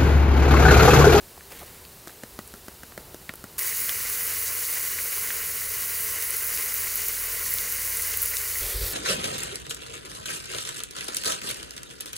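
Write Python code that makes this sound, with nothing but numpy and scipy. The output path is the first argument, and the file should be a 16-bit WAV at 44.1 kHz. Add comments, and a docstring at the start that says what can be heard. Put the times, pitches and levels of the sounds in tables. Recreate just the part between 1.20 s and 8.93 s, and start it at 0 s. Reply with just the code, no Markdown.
"""Meat frying hard in an outdoor grill pan, heard close up and in mono. Steam bubbles burst in the fat to make
the sizzle, single droplets spit, and a far engine drones. Before that, the raw meat barely hisses while spice
slides and knocks inside a shaken jar. The scene changes abruptly to the frying. At the end it is heard from
above, with wind puffing on the microphone."""
import sys
import numpy as np
from scipy import signal
from scipy.fft import rfft, irfft, next_fast_len
from scipy.io import wavfile
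from scipy.ndimage import map_coordinates

SR = 44100
rng = np.random.default_rng(int(sys.argv[2]) if len(sys.argv) > 2 else 0)


def unload_audio(sound):
    """Save the sound as a 16-bit wav file, at the path given as the first command line argument."""
    columns = np.transpose(np.atleast_2d(sound))
    # keep every value between -1 and 1, then stretch to whole-number steps
    steps = np.round(np.clip(columns, -1, 1) * 32767)
    wavfile.write(sys.argv[1], SR, steps.astype(np.int16))


N = 340893

# How strong each noise is from low to high pitch: f/Hz, relative level/dB
RAW_HISS_SPECTRUM = [(120, -14), (200, -13), (393, -0.5), (598, -6.5), (979, -7.5), (1070, -8.5),
                     (1410, -9.5), (2480, -13), (2930, -11), (3330, -14.5), (4070, -10.5), (5860, -13),
                     (13800, -10), (15700, -10)]
AIR_SPECTRUM = [(15, -46), (25, -5), (81, 2.5), (96, -5.5), (113, -2.5), (198, -7.5), (250, -10),
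                (320, -32), (550, -120)]
SLIDING_SPECTRUM = [(290, -43), (500, -1), (569, -20), (1220, -10), (1350, -12), (1910, -6.5),
                    (5320, -16.5), (15700, -10)]
BUBBLING_SPECTRUM = [(180, -32), (280, -21), (380, -11.5), (465, -6), (540, -13), (880, -18.5), (1080, -7),
                     (1220, -11.5), (1420, -6.5), (1790, -7), (2010, -1.5), (2280, -6), (2700, -10),
                     (2940, -6), (3350, -21), (5000, -23)]
FRYING_SPECTRUM = [(2400, -47), (3300, -11), (3900, -5.5), (4640, -1.5), (5240, -2.5), (6300, 1.5),
                   (6800, 2), (7300, -0.5), (9000, -1), (11700, -11), (19800, -120)]
SPRAY_SPECTRUM = [(5300, -37), (9000, -4), (10200, -1), (11000, 4), (12000, 0), (13000, -2.5), (14200, 3),
                  (15000, 5.5), (17000, -1)]
ABOVE_SPECTRUM = [(300, -35), (500, -3.5), (850, -13), (1250, -6.5), (1550, -6.5), (1930, -3.5),
                  (2730, -7.5), (3400, -7), (4600, -6), (7200, -6), (11700, -1), (13000, -1), (15700, -2)]
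WIND_SPECTRUM = [(12, -30), (22, -10), (33, -4), (48, 10.5), (62, -1.5), (84, -1), (120, -12), (180, -27.5),
                 (280, -24), (500, -70)]
# Light clicks of the jar and of stray grains: t/s, level/dB, f/Hz, spread/octaves
JAR_CLICKS = [(.177, -37.5, 790, 0.22), (.2087, -37.5, 1470, 0.23), (.3217, -35.5, 3800, 1.5),
              (.6515, -40, 3500, 0.31), (.8804, -34, 8000, .8), (.895, -40, 1400, 0.38),
              (1.2762, -33, 13000, .5), (1.722, -37.5, 1000, 0.88), (2.138, -35, 13000, .4),
              (2.156, -34, 13500, .35)]
# Spice sliding along the tilted jar: peak t/s, grain level/dB, scuff level/dB, rise/s, fall/s
SPICE_POURS = [(.32, -41, -48.5, .015, 0.028), (.415, -42.5, -58, 0.047, .13),
               (0.432, -54, -43.5, 0.02, 0.006), (.9, -49, -56, .03, .05), (1.81, -56, -53, 0.041, 0.049),
               (1.925, -67, -53.5, 0.049, .025)]
# Strokes of the jar: t/s, thud level/dB, thud f/Hz, rattle level/dB, rattle f/Hz
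JAR_SHAKES = [(0.8734, -33.5, 350, -34.5, 1540), (1.035, -28.5, 230, -33, 1750),
              (1.19, -26.5, 306, -28, 1300), (1.3392, -35.5, 290, -38.5, 1500),
              (1.4827, -31.5, 300, -34.5, 1450), (1.6332, -37, 217, -35, 1540),
              (1.7773, -30, 476, -31.5, 1750), (1.9447, -32, 350, -40.5, 1570),
              (2.0931, -33, 228, -24, 2070), (2.1376, -39, 450, -36.5, 1300),
              (2.2406, -30.5, 272, -34, 1380)]
# The notes the hand-held jar rings with: f/Hz, relative level/dB, time to fade by 60 dB/s
THUD_NOTES = [(215, -0.5, 0.042), (125, -6, 0.057), (383, -4, 0.044), (473, 7, 0.023), (690, -9, 0.035)]
RATTLE_NOTES = [(1375, 6, 0.047), (1600, -6, 0.046), (1880, 9, 0.023), (2870, 0, 0.02)]
# How hard the meat fries; only the swing around the average counts: t/s, level/dB
FRYING_STRENGTH = [(2.4, -27.5), (3.15, -27.5), (3.56, -27), (3.81, -29.5), (3.98, -28), (4.39, -30.5),
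                   (4.72, -28.5), (5.06, -28.5), (5.14, -28), (6.22, -29), (6.3, -28), (6.96, -28.5),
                   (7.05, -27.5), (7.13, -29.5), (7.38, -29.5)]
# The loudest spits of fat: t/s, level/dB, f/Hz, spread/octaves
LOUD_SPITS = [(2.392, -18, 12000, 0.77), (2.693, -20, 11000, 0.46), (2.6932, -18.5, 1950, 0.74),
              (3.788, -23.5, 2040, 0.22), (3.9402, -20, 15100, 0.13), (4.1046, -21, 2020, 0.34),
              (5.0241, -17.5, 11700, 0.54), (5.1057, -17.5, 11000, .16), (5.1678, -18, 12900, 0.27),
              (5.3743, -23, 4500, 1.2), (5.5414, -15, 14400, .2), (5.7568, -15.5, 14300, 0.15),
              (5.8843, -16, 12200, .24), (6.3069, -17, 14400, .15), (6.3387, -13.5, 12000, 0.21),
              (6.385, -22, 8000, 0.8), (6.5235, -18, 13350, .14), (6.7708, -18, 11300, 0.36),
              (6.8227, -18, 11450, .26), (6.94, -27, 2190, 0.35), (6.973, -14, 13800, 0.28),
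              (7.0189, -13.5, 13400, 0.2), (7.028, -15, 13500, .23), (7.0338, -18, 12000, 0.63),
              (7.0588, -16.5, 13000, 0.28), (7.1376, -26, 2130, 0.083), (7.169, -17.5, 6800, .85)]
# Puffs of wind on the microphone: peak t/s, level/dB, rise/s, fall/s
WIND_PUFFS = [(7.42, -33.5, .018, 0.075), (7.556, -32, .016, 0.057), (7.622, -29.5, 0.012, 0.07)]

FRYING_S, ABOVE_S = 2.3805, 7.41  # the scene changes to the frying; later it is heard from above
BUBBLING_DB, FRYING_DB, SPRAY_DB, ABOVE_DB = -39, -36, -28, -28.5
DRONE_HZ, DRONE_SAG_HZ_PER_S, DRONE_DB, DRONE_DB_PER_S = 90, 1.8, -59.5, 1.5
REV_S, REV_LAG_S, REV_FROM_HZ, REV_TO_HZ, REV_DB = 5.6, 0.583, 29, 52.3, -54.5
SPIT_COUNT, SPIT_TOP_HZ, SPIT_RANGE_OCTAVES, SPIT_SPREAD_OCTAVES = 44, 14500, 0.62, 0.32
SPIT_DB, SPIT_SCATTER_DB, SPIT_DB_PER_OCTAVE = -22.5, 0.5, 11
POP_COUNT, POP_DB, POP_SCATTER_DB = 50, -33.5, 1.4
POP_HZ, POP_SCATTER_OCTAVES, POP_SPREAD_OCTAVES = 2020, .04, .045
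TOP_HZ = 15780


def amp(db):
    """Turn decibels into a number to multiply by."""
    return 10 ** (np.asarray(db) / 20)


def unit(x):
    """Scale x to an average strength (rms) of 1."""
    return x / np.sqrt(np.mean(x ** 2) + 1e-20)


def unit_hit(x):
    """Scale a short sound to the energy of one millisecond at strength 1."""
    return x * np.sqrt(SR / 1000 / (np.sum(x ** 2) + 1e-20))


def after(s, fade_s):
    """0 before time s, then rising to 1 within the fade."""
    return np.clip((np.arange(N) / SR - s) / fade_s, 0, 1)


def swell(s, rise_s, fall_s):
    """A smooth rise to 1 at time s, then a dying tail."""
    t = np.arange(N) / SR - s
    return np.exp(-np.where(t < 0, (t / rise_s) ** 2, t / fall_s))


def wobble(rate):
    """A smooth curve through `rate` random values a second."""
    return map_coordinates(rng.standard_normal(int(N * rate / SR) + 4), [np.arange(N) * rate / SR])


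def filtered(x, response):
    """Scale each frequency in x by response(hz)."""
    size = next_fast_len(len(x) + 4096)
    return irfft(rfft(x, size) * response(np.fft.rfftfreq(size, 1 / SR)), size)[:len(x)]


def coloured(x, spectrum):
    """Shape x with a spectrum table and scale it to strength 1."""
    f, db = np.transpose(spectrum)
    return unit(filtered(x, lambda hz: amp(np.interp(np.log(hz + 1), np.log(f), db))))


def band(x, centre_hz, octaves):
    """Keep the part of x around one pitch."""
    return filtered(x, lambda hz: np.exp(-(np.log2((hz + 1) / centre_hz) / (2 * octaves)) ** 2))


def add(out, s, x):
    """Mix x into out from time s."""
    part = out[max(round(s * SR), 0):][:len(x)]
    part += x[:len(part)]


def sizzle(spectrum, rate, scatter_db, share, flutter_db):
    """Tiny bursts blur into a hiss; about `rate` a second stand out, with a share of the power."""
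    sizes = amp(scatter_db * np.minimum(rng.standard_normal(N), 2.5))
    bursts = (rng.random(N) < rate / SR) * sizes ** 2
    decay = np.exp(-np.arange(200) / SR / .00025)
    power = np.abs(signal.fftconvolve(bursts, decay)[:N])
    crackle = unit(np.sqrt(power) * rng.standard_normal(N))
    mix = np.sqrt(share) * crackle + np.sqrt(1 - share) * rng.standard_normal(N)
    return coloured(mix, spectrum) * amp(flutter_db * wobble(40))


def raw_meat():
    """Meat on the warming pan gives a faint, even hiss."""
    return amp(-46.5) * sizzle(RAW_HISS_SPECTRUM, rate=400, scatter_db=3, share=.1, flutter_db=.25)


def open_air():
    """The outdoor air rumbles softly, wavering in level."""
    return amp(-54.5 + 1.2 * wobble(4.3)) * coloured(rng.standard_normal(N), AIR_SPECTRUM)


def cracks(rows):
    """Clicks, spits and pops: very short noise bursts, each at its own pitch, with a faint tail."""
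    out, t = np.zeros(N), np.arange(SR // 40) / SR
    envelope = (1 - np.exp(-t / 0.00033)) * (np.exp(-t / 0.00054) + 0.062 * np.exp(-t / 0.004))
    for s, db, hz, octaves in rows:
        burst = envelope * rng.choice([-1, 1], len(t))
        # about the same power in each octave, but little bass
        balanced = filtered(burst, lambda f: (f + 500) ** -.4 * f / np.hypot(f, 1200))
        add(out, s, amp(db) * unit_hit(band(balanced, hz, octaves)))
    return out


def sliding_spice():
    """Grains pour down the jar as it is turned over, and its hollow body scuffs."""
    flow, rub = np.zeros(N), np.zeros(N)
    for s, grains_db, scuff_db, rise, fall in SPICE_POURS:
        shape = swell(s, rise, fall)
        flow += amp(grains_db) * shape
        rub += amp(scuff_db) * shape
    grains = flow * sizzle(SLIDING_SPECTRUM, rate=1200, scatter_db=0.5, share=0.86, flutter_db=2.0)
    return grains + rub * unit(band(rng.standard_normal(N), 340, 0.89))


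def blip(hz, cycles, t):
    """A knock that swells and dies within a few vibrations."""
    age = t * hz / cycles
    return unit_hit(age * np.exp(-age) * np.sin(2 * np.pi * hz * t))


def ring(notes, t):
    """The struck jar rings with fading notes, a little different each time."""
    detune = 1 + rng.normal(0, .04)
    return unit_hit(sum(amp(db + rng.normal(0, 6.2) - 60 * t / fade_s)
                        * np.sin(2 * np.pi * hz * detune * t) for hz, db, fade_s in notes))


def shaken_jar():
    """The spice slaps the end of the jar: a dull thud, a plastic rattle and a tick of loose grains."""
    out, t = np.zeros(N), np.arange(SR // 12) / SR
    tick_fade = np.exp(-t / 0.0017) + 0.076 * np.exp(-t / 0.0089)
    for s, thud_db, thud_hz, rattle_db, rattle_hz in JAR_SHAKES:
        ticks = unit_hit(band(tick_fade * rng.standard_normal(len(t)), 8400, 1.0))
        settling = unit_hit(band(np.exp(-t / 0.011) * rng.standard_normal(len(t)), 1300, 0.75))
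        # the hollow jar rings at the thud's pitch, and its air at a pitch of its own
        thud = blip(thud_hz, 0.36, t) + amp(-6) * blip(566, 0.95, t)
        thud += amp(0.5) * ring(THUD_NOTES, t) * (1 - np.exp(-t / 0.0012))
        rattle = blip(rattle_hz, 0.77, t)
        rattle += amp(-4.5) * ring(RATTLE_NOTES, t) * (1 - np.exp(-t / 0.0011))
        # harder blows bring out a higher note in the rattle, and louder ticks
        rattle += amp(-13.5 + 0.74 * (rattle_db + 31.5)) * blip(1.6 * rattle_hz, 1.0, t)
        ticks *= amp(-17.5 + 0.51 * thud_db)
        knock = amp(thud_db) * thud + amp(rattle_db) * (rattle + amp(-8.5) * settling)
        add(out, s, ticks - knock)
    # a jar this small gives off no deep bass
    return signal.sosfilt(signal.butter(2, 110, "high", fs=SR, output="sos"), out)


def frying_meat():
    """Steam bursts in the fat: large bubbles sound low, small ones hiss, the finest make a spray."""
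    times, strength_db = np.transpose(FRYING_STRENGTH)
    swing_db = np.interp(np.arange(N) / SR, times, strength_db)
    swing_db -= swing_db.mean()
    bubbling = amp(BUBBLING_DB + .5 * swing_db)
    bubbling *= sizzle(BUBBLING_SPECTRUM, rate=400, scatter_db=1.5, share=0.084, flutter_db=1.07)
    frying = amp(FRYING_DB + .5 * swing_db + 0.39 * wobble(10))
    frying *= sizzle(FRYING_SPECTRUM, rate=700, scatter_db=3.0, share=0.16, flutter_db=0.88)
    spray = amp(SPRAY_DB + 0.86 * swing_db + 0.65 * wobble(13))
    spray *= sizzle(SPRAY_SPECTRUM, rate=900, scatter_db=2.3, share=0.36, flutter_db=0.45)
    return bubbling + frying + spray


def hum(hz, db):
    """A low tone that wavers in pitch and strength."""
    gain = amp(db + 2.1 * wobble(5.4))
    phase = 2 * np.pi * np.cumsum(hz + 0.8 * wobble(7)) / SR
    return gain * unit(np.sin(phase))


def far_engine():
    """A drone sinks in pitch and grows louder; its lower octave gives way to a throb that revs up."""
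    t = np.arange(N) / SR
    hz = DRONE_HZ - DRONE_SAG_HZ_PER_S * (t - FRYING_S)
    db = DRONE_DB + DRONE_DB_PER_S * (t - FRYING_S)
    rev_hz = REV_TO_HZ + (REV_FROM_HZ - REV_TO_HZ) * np.exp(-np.maximum(t - REV_S, 0) / REV_LAG_S)
    revving = after(REV_S, .15)
    return hum(hz, db) + (1 - revving) * hum(hz / 2, db - 8) + revving * hum(rev_hz, REV_DB)


def spitting_fat():
    """Droplets burst: loud ones at set times, lesser ones by chance, more often as the fat heats."""
    when, size, luck = rng.random((SPIT_COUNT, 3)).T
    times = FRYING_S + (N / SR - FRYING_S) * when ** 0.86
    octaves_down = -SPIT_RANGE_OCTAVES * np.log(1 - size)
    pitches = SPIT_TOP_HZ / 2 ** octaves_down
    # small, high-pitched droplets crack hardest
    levels = SPIT_DB - SPIT_DB_PER_OCTAVE * octaves_down + SPIT_SCATTER_DB * (2 * luck - 1)
    lesser = [(s, db, hz, SPIT_SPREAD_OCTAVES) for s, db, hz in zip(times, levels, pitches)]
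    return cracks(LOUD_SPITS) + cracks(lesser)


def popping_bubbles():
    """Larger bubbles pop by chance, near the pitch at which the pan rings most."""
    when, pitch, size = rng.random((POP_COUNT, 3)).T
    times = FRYING_S + (ABOVE_S - FRYING_S) * when
    levels = POP_DB - POP_SCATTER_DB * np.log(1 - size)
    pitches = POP_HZ * 2 ** (POP_SCATTER_OCTAVES * (2 * pitch - 1))
    return cracks([(s, db, hz, POP_SPREAD_OCTAVES) for s, db, hz in zip(times, levels, pitches)])


def pan_from_above():
    """From above, the sizzle is more even, with one spurt of steam."""
    hiss = sizzle(ABOVE_SPECTRUM, rate=1400, scatter_db=3.5, share=0.18, flutter_db=1.1)
    spurt = swell(7.62, rise_s=0.093, fall_s=.25) * unit(band(rng.standard_normal(N), 4400, 0.15))
    return amp(ABOVE_DB) * hiss + amp(-41) * spurt


def wind():
    """Puffs of wind rumble on the microphone and blow a hollow note across its housing."""
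    strength = np.sqrt(sum((amp(db) * swell(s, rise, fall)) ** 2 for s, db, rise, fall in WIND_PUFFS))
    rumble = strength * coloured(rng.standard_normal(N), WIND_SPECTRUM)
    note_gain = amp(-35.0 + 0.53 * wobble(30)) * strength ** .28
    return rumble + note_gain * unit(band(rng.standard_normal(N), 428, 0.19))


def scene():
    """Seasoning, then hard frying, then the pan from above; both channels are alike."""
    frying, moved = after(FRYING_S, 0.0009), after(ABOVE_S, .02)
    seasoning = raw_meat() + sliding_spice() + shaken_jar() + cracks(JAR_CLICKS)
    sizzling = frying_meat() * np.sqrt(1 - moved) + pan_from_above() * np.sqrt(moved)
    pan = seasoning * (1 - frying) + sizzling * frying + spitting_fat() + popping_bubbles()
    wind_on = after(ABOVE_S, 0.0095)
    engine_on = after(FRYING_S, 0.011) - wind_on
    mono = pan + open_air() + far_engine() * engine_on + wind() * wind_on
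    return np.array([mono, mono])


def record(dry):
    """Cut away the highest treble, above TOP_HZ."""
    return np.array([filtered(channel, lambda hz: hz < TOP_HZ) for channel in dry])


dry = scene()
out = record(dry)
unload_audio(out)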